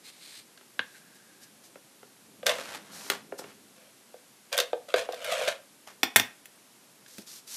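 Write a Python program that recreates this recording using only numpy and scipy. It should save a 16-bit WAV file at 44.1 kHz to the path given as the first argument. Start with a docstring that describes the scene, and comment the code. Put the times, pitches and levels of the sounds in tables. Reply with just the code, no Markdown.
"""Twine swishes round the edge of a small paper card, wound by hand over a cutting mat. The card snaps
once and rings faintly under the taut twine. A sleeve rustles as one hand reaches aside, shifts things on
the desk, rummages in a hollow tool holder and puts scissors down with two steel clacks. Then fingertips
rub twine and paper again and the hand bumps the mat. Rubbing is a stream of tiny slips; knocks ring each
object's modes. One mono microphone, close to the hands, in a small dry room with a steady hiss."""
import sys
import numpy as np
from scipy import signal
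from scipy.fft import rfft, irfft, next_fast_len
from scipy.io import wavfile

SR = 44100
rng = np.random.default_rng(int(sys.argv[2]) if len(sys.argv) > 2 else 0)


def pcm_store(signal):
    """Save signal as 16-bit PCM."""
    levels = np.round(np.clip(np.atleast_2d(signal), -1, 1) * 32767)
    wavfile.write(sys.argv[1], SR, levels.astype(np.int16).T)


N = 333416
TIME = np.arange(N) / SR

# Modes of the paper card: pitch_hz, level_db, t60_s
CARD_MODES = [(1617, -3.5, 0.016), (2030, -19.5, 0.0039), (2850, -16, 0.0048), (4140, -6, 0.003)]


def from_db(db):
    """Decibels to gain."""
    return 10 ** (np.asarray(db) / 20)


def rms_one(x):
    """Scale to rms 1."""
    return x / np.sqrt(np.mean(x ** 2) + 1e-20)


def butter(x, hz, kind, order=2):
    """Causal low-, high- or band-pass."""
    return signal.sosfilt(signal.butter(order, hz, kind, fs=SR, output="sos"), x)


def coloured(x, colour):
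    """Give a steady sound a spectrum; rms 1."""
    hz, db = np.transpose(colour)
    size = next_fast_len(N)
    bins_hz = np.maximum(np.fft.rfftfreq(size, 1 / SR), 1)
    gain = from_db(np.interp(np.log(bins_hz), np.log(hz), db))
    return rms_one(irfft(rfft(x, size) * gain, size)[:N])


def dying(t, t60):
    """Envelope that falls 60 dB in t60 seconds."""
    return np.exp(-np.log(1000) * t / t60)


def ringing(modes):
    """Damped sines after a touch; where it lands sets their strength and sign, the grip their pitch."""
    t = TIME[:SR // 5]
    chance = rng.standard_normal((len(modes), 3))
    strengths = from_db(2 * chance[:, 0]) * np.sign(chance[:, 1])
    detunes = 1 + .015 * chance[:, 2]
    return sum(strength * from_db(db) * np.sin(2 * np.pi * hz * detune * t) * dying(t, t60)
               for strength, detune, (hz, db, t60) in zip(strengths, detunes, modes))


def friction(slips_per_s, spread_db, smooth, judder_db):
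    """Tiny random slips of uneven size over a smooth hiss, under a pressure that wavers; rms 1."""
    slips = (rng.random(N) < slips_per_s / SR) * rng.choice([-1, 1], N)
    sizes = from_db(spread_db * np.minimum(rng.exponential(1, N), 4))
    pressure = rms_one(butter(rng.standard_normal(N), 55, "low"))
    texture = rms_one(slips * sizes) + smooth * rng.standard_normal(N)
    return rms_one(texture * from_db(judder_db * pressure))


def rubbed(slips, modes):
    """Slips keep an object's modes ringing; rms 1."""
    return rms_one(signal.fftconvolve(slips, ringing(modes))[:N])


def strokes(table, attack_s, release_s):
    """Gain of a row of strokes: each takes hold, swells or eases with the pressure, and dies away."""
    power = np.zeros(N)
    for start, length, halfway_db, swell_db in table:
        during = slice(*np.searchsorted(TIME, [start, start + length + release_s]))
        t = TIME[during] - start
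        attack = np.clip(t / attack_s, 0, 1)
        hold = from_db(halfway_db + swell_db * (np.clip(t / length, 0, 1) - .5))
        release = dying(np.maximum(t - length, 0), release_s)
        power[during] += (attack * hold * release) ** 2
    return np.sqrt(power)


def blows(table, modes, crack_db, crack_t60, spread, body_db, treble_db, clack_hz):
    """Each blow is a tick, a crack and a ring; harder contact has less body, more treble, a higher clack.
    body_db and treble_db (relative to the clack) and clack_hz hold at hardness 0; the hardest is 1."""
    out = np.zeros(N + SR)
    attack = round(.006 * SR)   # each band's level is set over its first 6 ms
    for start, level_db, hardness in table:
        centre_hz = clack_hz * 2 ** hardness
        shares_db = body_db - 28 * hardness, 0, treble_db + 25.5 * hardness
        ring = ringing(modes)
        crack = rng.standard_normal(len(ring)) * dying(TIME[:len(ring)], crack_t60)
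        crack[0] = 6   # the tick of contact
        blow = ring + from_db(crack_db) * crack
        body = butter(blow, [100, 850], "band", order=5)
        clack = butter(blow, [centre_hz / spread, centre_hz * spread], "band", order=3)
        treble = butter(blow, 5000, "high", order=3)
        at = round(start * SR)
        for part, db in zip((body, clack, treble), shares_db):
            out[at:at + len(part)] += from_db(level_db + db) * part / np.sqrt(np.mean(part[:attack] ** 2))
    return out[:N]


def twine(fibres):
    """Twine swishes round the edge of the card; pulled taut, it rasps and the card rings."""
    # Pulls round the edge: start_s, length_s, level_db, swell_db
    pulls = [(.03, 0.061, -50.5, 5), (.11, 0.14, -59, 2), (.205, 0.19, -50, 2.5)]
    # Taut tugs: start_s, length_s, level_db, swell_db
    tugs = [(.93, 0.025, -52, 1), (1.0, 0.484, -66.5, -6)]
    # Spectrum of the swish: freq_hz, level_db
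    colour = [(900, -18), (1600, -9), (2150, -3.5), (2650, -4.5), (3100, -5.5), (4200, 1), (5700, -9.5),
              (7400, -8.5), (8000, -7), (8600, -5), (9800, -11.5), (13300, -15), (14200, -40)]
    swish = strokes(pulls, attack_s=0.022, release_s=0.13) * coloured(fibres, colour)
    rasp = strokes(tugs, attack_s=0.023, release_s=0.15) * rubbed(fibres, CARD_MODES)
    return swish + rasp


def card_snaps():
    """The edge of the card flicks: one clear snap and two faint ones."""
    # Flicks: start_s, level_db, hardness
    flicks = [(.576, -51, 0.67), (.793, -22, 0.085), (7.062, -51, 0.82)]
    return blows(flicks, CARD_MODES, crack_db=-8, crack_t60=0.035, spread=1.86,
                 body_db=-14.5, treble_db=-41, clack_hz=1720)


def mat_taps():
    """Light things touch the cutting mat, most with a dull tap."""
    # Touches: start_s, level_db, hardness
    touches = [(.611, -56, 0.52), (1.757, -51, 0.23), (2.03, -53, 0.31), (2.586, -42.5, 0.21),
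               (3.1005, -21.5, 0.8), (3.323, -44.5, .03), (3.391, -46.5, 0.12), (3.418, -53.5, 0.14),
               (3.441, -47.5, 0.29), (7.183, -45, 1)]
    # Modes of the mat: pitch_hz, level_db, t60_s
    modes = [(277, -5.5, 0.036), (397, -4, 0.049), (537, -5.5, 0.048), (1380, 0.5, 0.022)]
    taps = blows(touches, modes, crack_db=9.5, crack_t60=0.031, spread=1.84,
                 body_db=14.5, treble_db=-25, clack_hz=1296)
    return butter(taps, 374, "high")   # light things give the mat little bass


def sleeve():
    """Cloth rustles low as the arm moves."""
    # Arm movements: start_s, length_s, level_db, swell_db
    moves = [(.75, 0.93, -67.5, 1.8), (2.15, 1.38, -57.5, -0.47), (5.7, 1.5, -72.5, -2)]
    # Spectrum of the cloth: freq_hz, level_db
    colour = [(80, -22.5), (130, -4.5), (220, -0.5), (400, -8.5), (1500, -31.5), (6000, -66)]
    return strokes(moves, attack_s=0.24, release_s=1.56) * coloured(rng.standard_normal(N), colour)


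def fingertips(fibres):
    """Fingertips slip over twine and paper with a bright brushing."""
    # Rubs: start_s, length_s, level_db, swell_db
    rubs = [(.82, 0.17, -62.5, 9), (1.135, 0.027, -59.5, 5), (1.405, 0.037, -55, 5), (1.63, .04, -56, -4),
            (2.91, 0.177, -48, 1.5), (3.375, 0.016, -43.5, 10.5), (7.07, 0.15, -53.5, 2.5),
            (7.26, 0.13, -48, -1), (7.465, 0.11, -42.5, 9.5)]
    # Spectrum of the brushing: freq_hz, level_db
    colour = [(500, -19.5), (1400, -8), (2900, -8), (4000, -0.5), (5800, 1), (8000, -3), (13300, -6),
              (14200, -52)]
    return strokes(rubs, attack_s=0.015, release_s=0.08) * coloured(fibres, colour)


def tool_holder():
    """Tools knock and drag in the holder; the same slips make the grit and excite its hollow ring."""
    # Tools knocking about: start_s, relative_level_db, hardness
    hits = [(2.43, -48, 0.2), (2.466, -21, 0.84), (2.494, -27, 0.69), (4.142, -59, 0.02),
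            (4.528, -30.5, 0.84), (4.569, -40, 1), (4.578, -24.5, 1), (4.5875, -25, 0.7),
            (4.6015, -23.5, .85), (4.731, -39, 0), (4.9405, -24.5, 0.31), (5.089, -44, 0.01),
            (5.124, -43, 0.86), (5.132, -47.5, 0.14), (5.144, -45, 0.9), (5.2445, -37.5, 1),
            (5.413, -43.5, 0), (5.475, -35, 0.42)]
    # Drags along the holder's wall: start_s, length_s, relative_level_db, swell_db
    drags = [(2.458, 0.041, -29, 4), (3.76, 0.16, -66.5, -9), (4.517, 0.022, -38, 9),
             (4.572, 0.047, -38, -5), (4.883, 0.021, -46, -2.5), (4.955, 0.046, -35, 3.5),
             (5.09, .1, -50.5, 5.5), (5.2, 0.137, -39.5, 16.5), (5.35, .115, -36.5, -1),
             (5.475, 0.032, -30, -13)]
    # Modes of the holder: pitch_hz, level_db, t60_s
    modes = [(450, -7.5, 0.084), (501.6, 2, 0.039), (609, -3.5, 0.048), (690, 0.5, 0.019),
             (1201, -8.5, 0.023), (1562, -10, 0.036), (2440, -16, 0.0095), (3524, -1.5, 0.0089),
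             (4690, -18.5, 0.024), (6050, -10, 0.0097)]
    # Spectrum of the grit: freq_hz, level_db
    colour = [(700, -18), (1100, 2.5), (1600, 0.5), (1900, -2), (2500, 1), (3600, -2), (4800, -9),
              (8000, -11.5), (13000, -18.5), (14500, -57.5)]
    slips = friction(slips_per_s=550, spread_db=3.0, smooth=0.87, judder_db=1.43)
    hollow = rms_one(butter(rubbed(slips, modes), [520, 770], "band", order=3))
    grit = wall_echo(coloured(slips, colour), delay_s=.0012, travel=.12, share=.55)
    scrapes = strokes(drags, attack_s=0.0055, release_s=0.17) * (hollow + grit)
    knocks = blows(hits, modes, crack_db=-3.5, crack_t60=0.039, spread=1.93,
                   body_db=14.5, treble_db=-28, clack_hz=1750)
    knocks = butter(knocks, [390, 13500], "band", order=4)   # no bass, top trimmed above 13.5 kHz
    return from_db(0.5) * scrapes + from_db(3.0) * knocks


def wall_echo(x, delay_s, travel, share):
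    """A wall close by reflects the sound; as the tool moves, the delay and the spectral peaks shift."""
    wander = rms_one(butter(rng.standard_normal(N), 5, "low"))
    echo = np.interp(TIME - delay_s * np.exp(travel * wander), TIME, x)
    return rms_one(x + share * echo)


def desk_slides():
    """Things pushed over the desk scrape in dense, fine slips."""
    # Pushes: start_s, length_s, level_db, swell_db
    pushes = [(2.53, 0.082, -41, 1), (2.63, 0.12, -43.5, 7), (2.8, 0.314, -52.5, 11.5),
              (3.11, 0.042, -38, -13), (3.39, 0.12, -54.5, 0), (5.867, 0.01, -44.5, -1)]
    # Spectrum of the scrape: freq_hz, level_db
    colour = [(90, -14.5), (170, -16), (400, -5), (650, -1.5), (1700, -2.5), (3200, -7), (7000, -12.5),
              (9000, -15.5), (13000, -18.5), (14500, -56)]
    slips = friction(slips_per_s=3700, spread_db=4, smooth=0.26, judder_db=0.5)
    return strokes(pushes, attack_s=0.0067, release_s=.2) * coloured(slips, colour)


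def scissors():
    """Steel meets the desk, clacks and chatters."""
    # Contacts: start_s, level_db, hardness
    clacks = [(6.032, -16.5, 0.57), (6.16, -10, 0.73), (6.1635, -13.5, 0.98), (6.169, -22.5, 0.9),
              (6.1975, -19.5, 0.67), (6.4565, -46, 0.95)]
    # Modes of the scissors on the desk: pitch_hz, level_db, t60_s
    modes = [(128, -14.5, 0.044), (256, -7, 0.037), (522, -18.5, 0.014), (1284, -6, 0.0064),
             (1865, 4.5, .012), (2175, 2, .012), (2575, 2, 0.017), (3540, 0.5, 0.016), (5770, 0, 0.02),
             (7400, -7.5, .016), (14100, -3, 0.038)]
    return blows(clacks, modes, crack_db=5.5, crack_t60=0.039, spread=2.28,
                 body_db=6.0, treble_db=-23.5, clack_hz=1500)


def hand_thud(start_s, level_db):
    """The side of the hand lands on the mat; soft flesh gives a short, low bump."""
    since = np.maximum(TIME - start_s, 0)
    envelope = np.minimum(since / 0.0032, 1) * dying(since, t60=0.077)
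    bump = rms_one(butter(rng.standard_normal(N), [120, 460], "band", order=3))
    return from_db(level_db) * bump * envelope


def room(x, t60_s, treble_t60_s, level_db, gap_s):
    """Dense echoes after a short gap, strongest at first from desk and near wall; treble dies first."""
    t = TIME[:SR // 2]
    echoes = rng.standard_normal(len(t)) * (t > gap_s) * (1 + 1.12 * dying(t, 0.12))
    dull = butter(echoes, 2700, "low", order=1)
    tail = dull * dying(t, t60_s) + 0.54 * (echoes - dull) * dying(t, treble_t60_s)
    return from_db(level_db) * signal.fftconvolve(x, tail / np.linalg.norm(dying(t, t60_s)))[:N]


def scene():
    """All sources over a steady hiss, alike in both channels; the hands are nearest, so driest."""
    # Spectrum of the background hiss: freq_hz, level_db
    hiss_colour = [(80, -10), (128, 8.5), (160, 4.5), (210, 10.5), (400, 5.5), (1000, 0.5), (3000, -1.5),
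                   (12600, -2.5), (13400, -56)]
    fibres = friction(slips_per_s=2800, spread_db=3, smooth=1.0, judder_db=0.8)
    hands = twine(fibres) + fingertips(fibres) + sleeve() + card_snaps()
    hands += hand_thud(start_s=7.183, level_db=-37.5)
    desk = tool_holder() + scissors() + mat_taps() + desk_slides()
    hiss = from_db(-58) * coloured(rng.standard_normal(N), hiss_colour)
    echoes = room(desk + from_db(-2) * hands, t60_s=0.3, treble_t60_s=.2, level_db=-8, gap_s=.0065)
    mono = hands + desk + echoes + hiss
    return np.array([mono, mono])


def record(dry):
    """The deep bass is shed, the highest peaks are rounded and the treble ends near 16 kHz."""
    rounded = np.tanh(butter(dry, 120, "high", order=1))
    top_cut = signal.cheby2(18, 90, 16300, fs=SR, output="sos")   # 90 dB down from 16.3 kHz
    return signal.sosfilt(top_cut, rounded)


dry = scene()
out = record(dry)
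pcm_store(out)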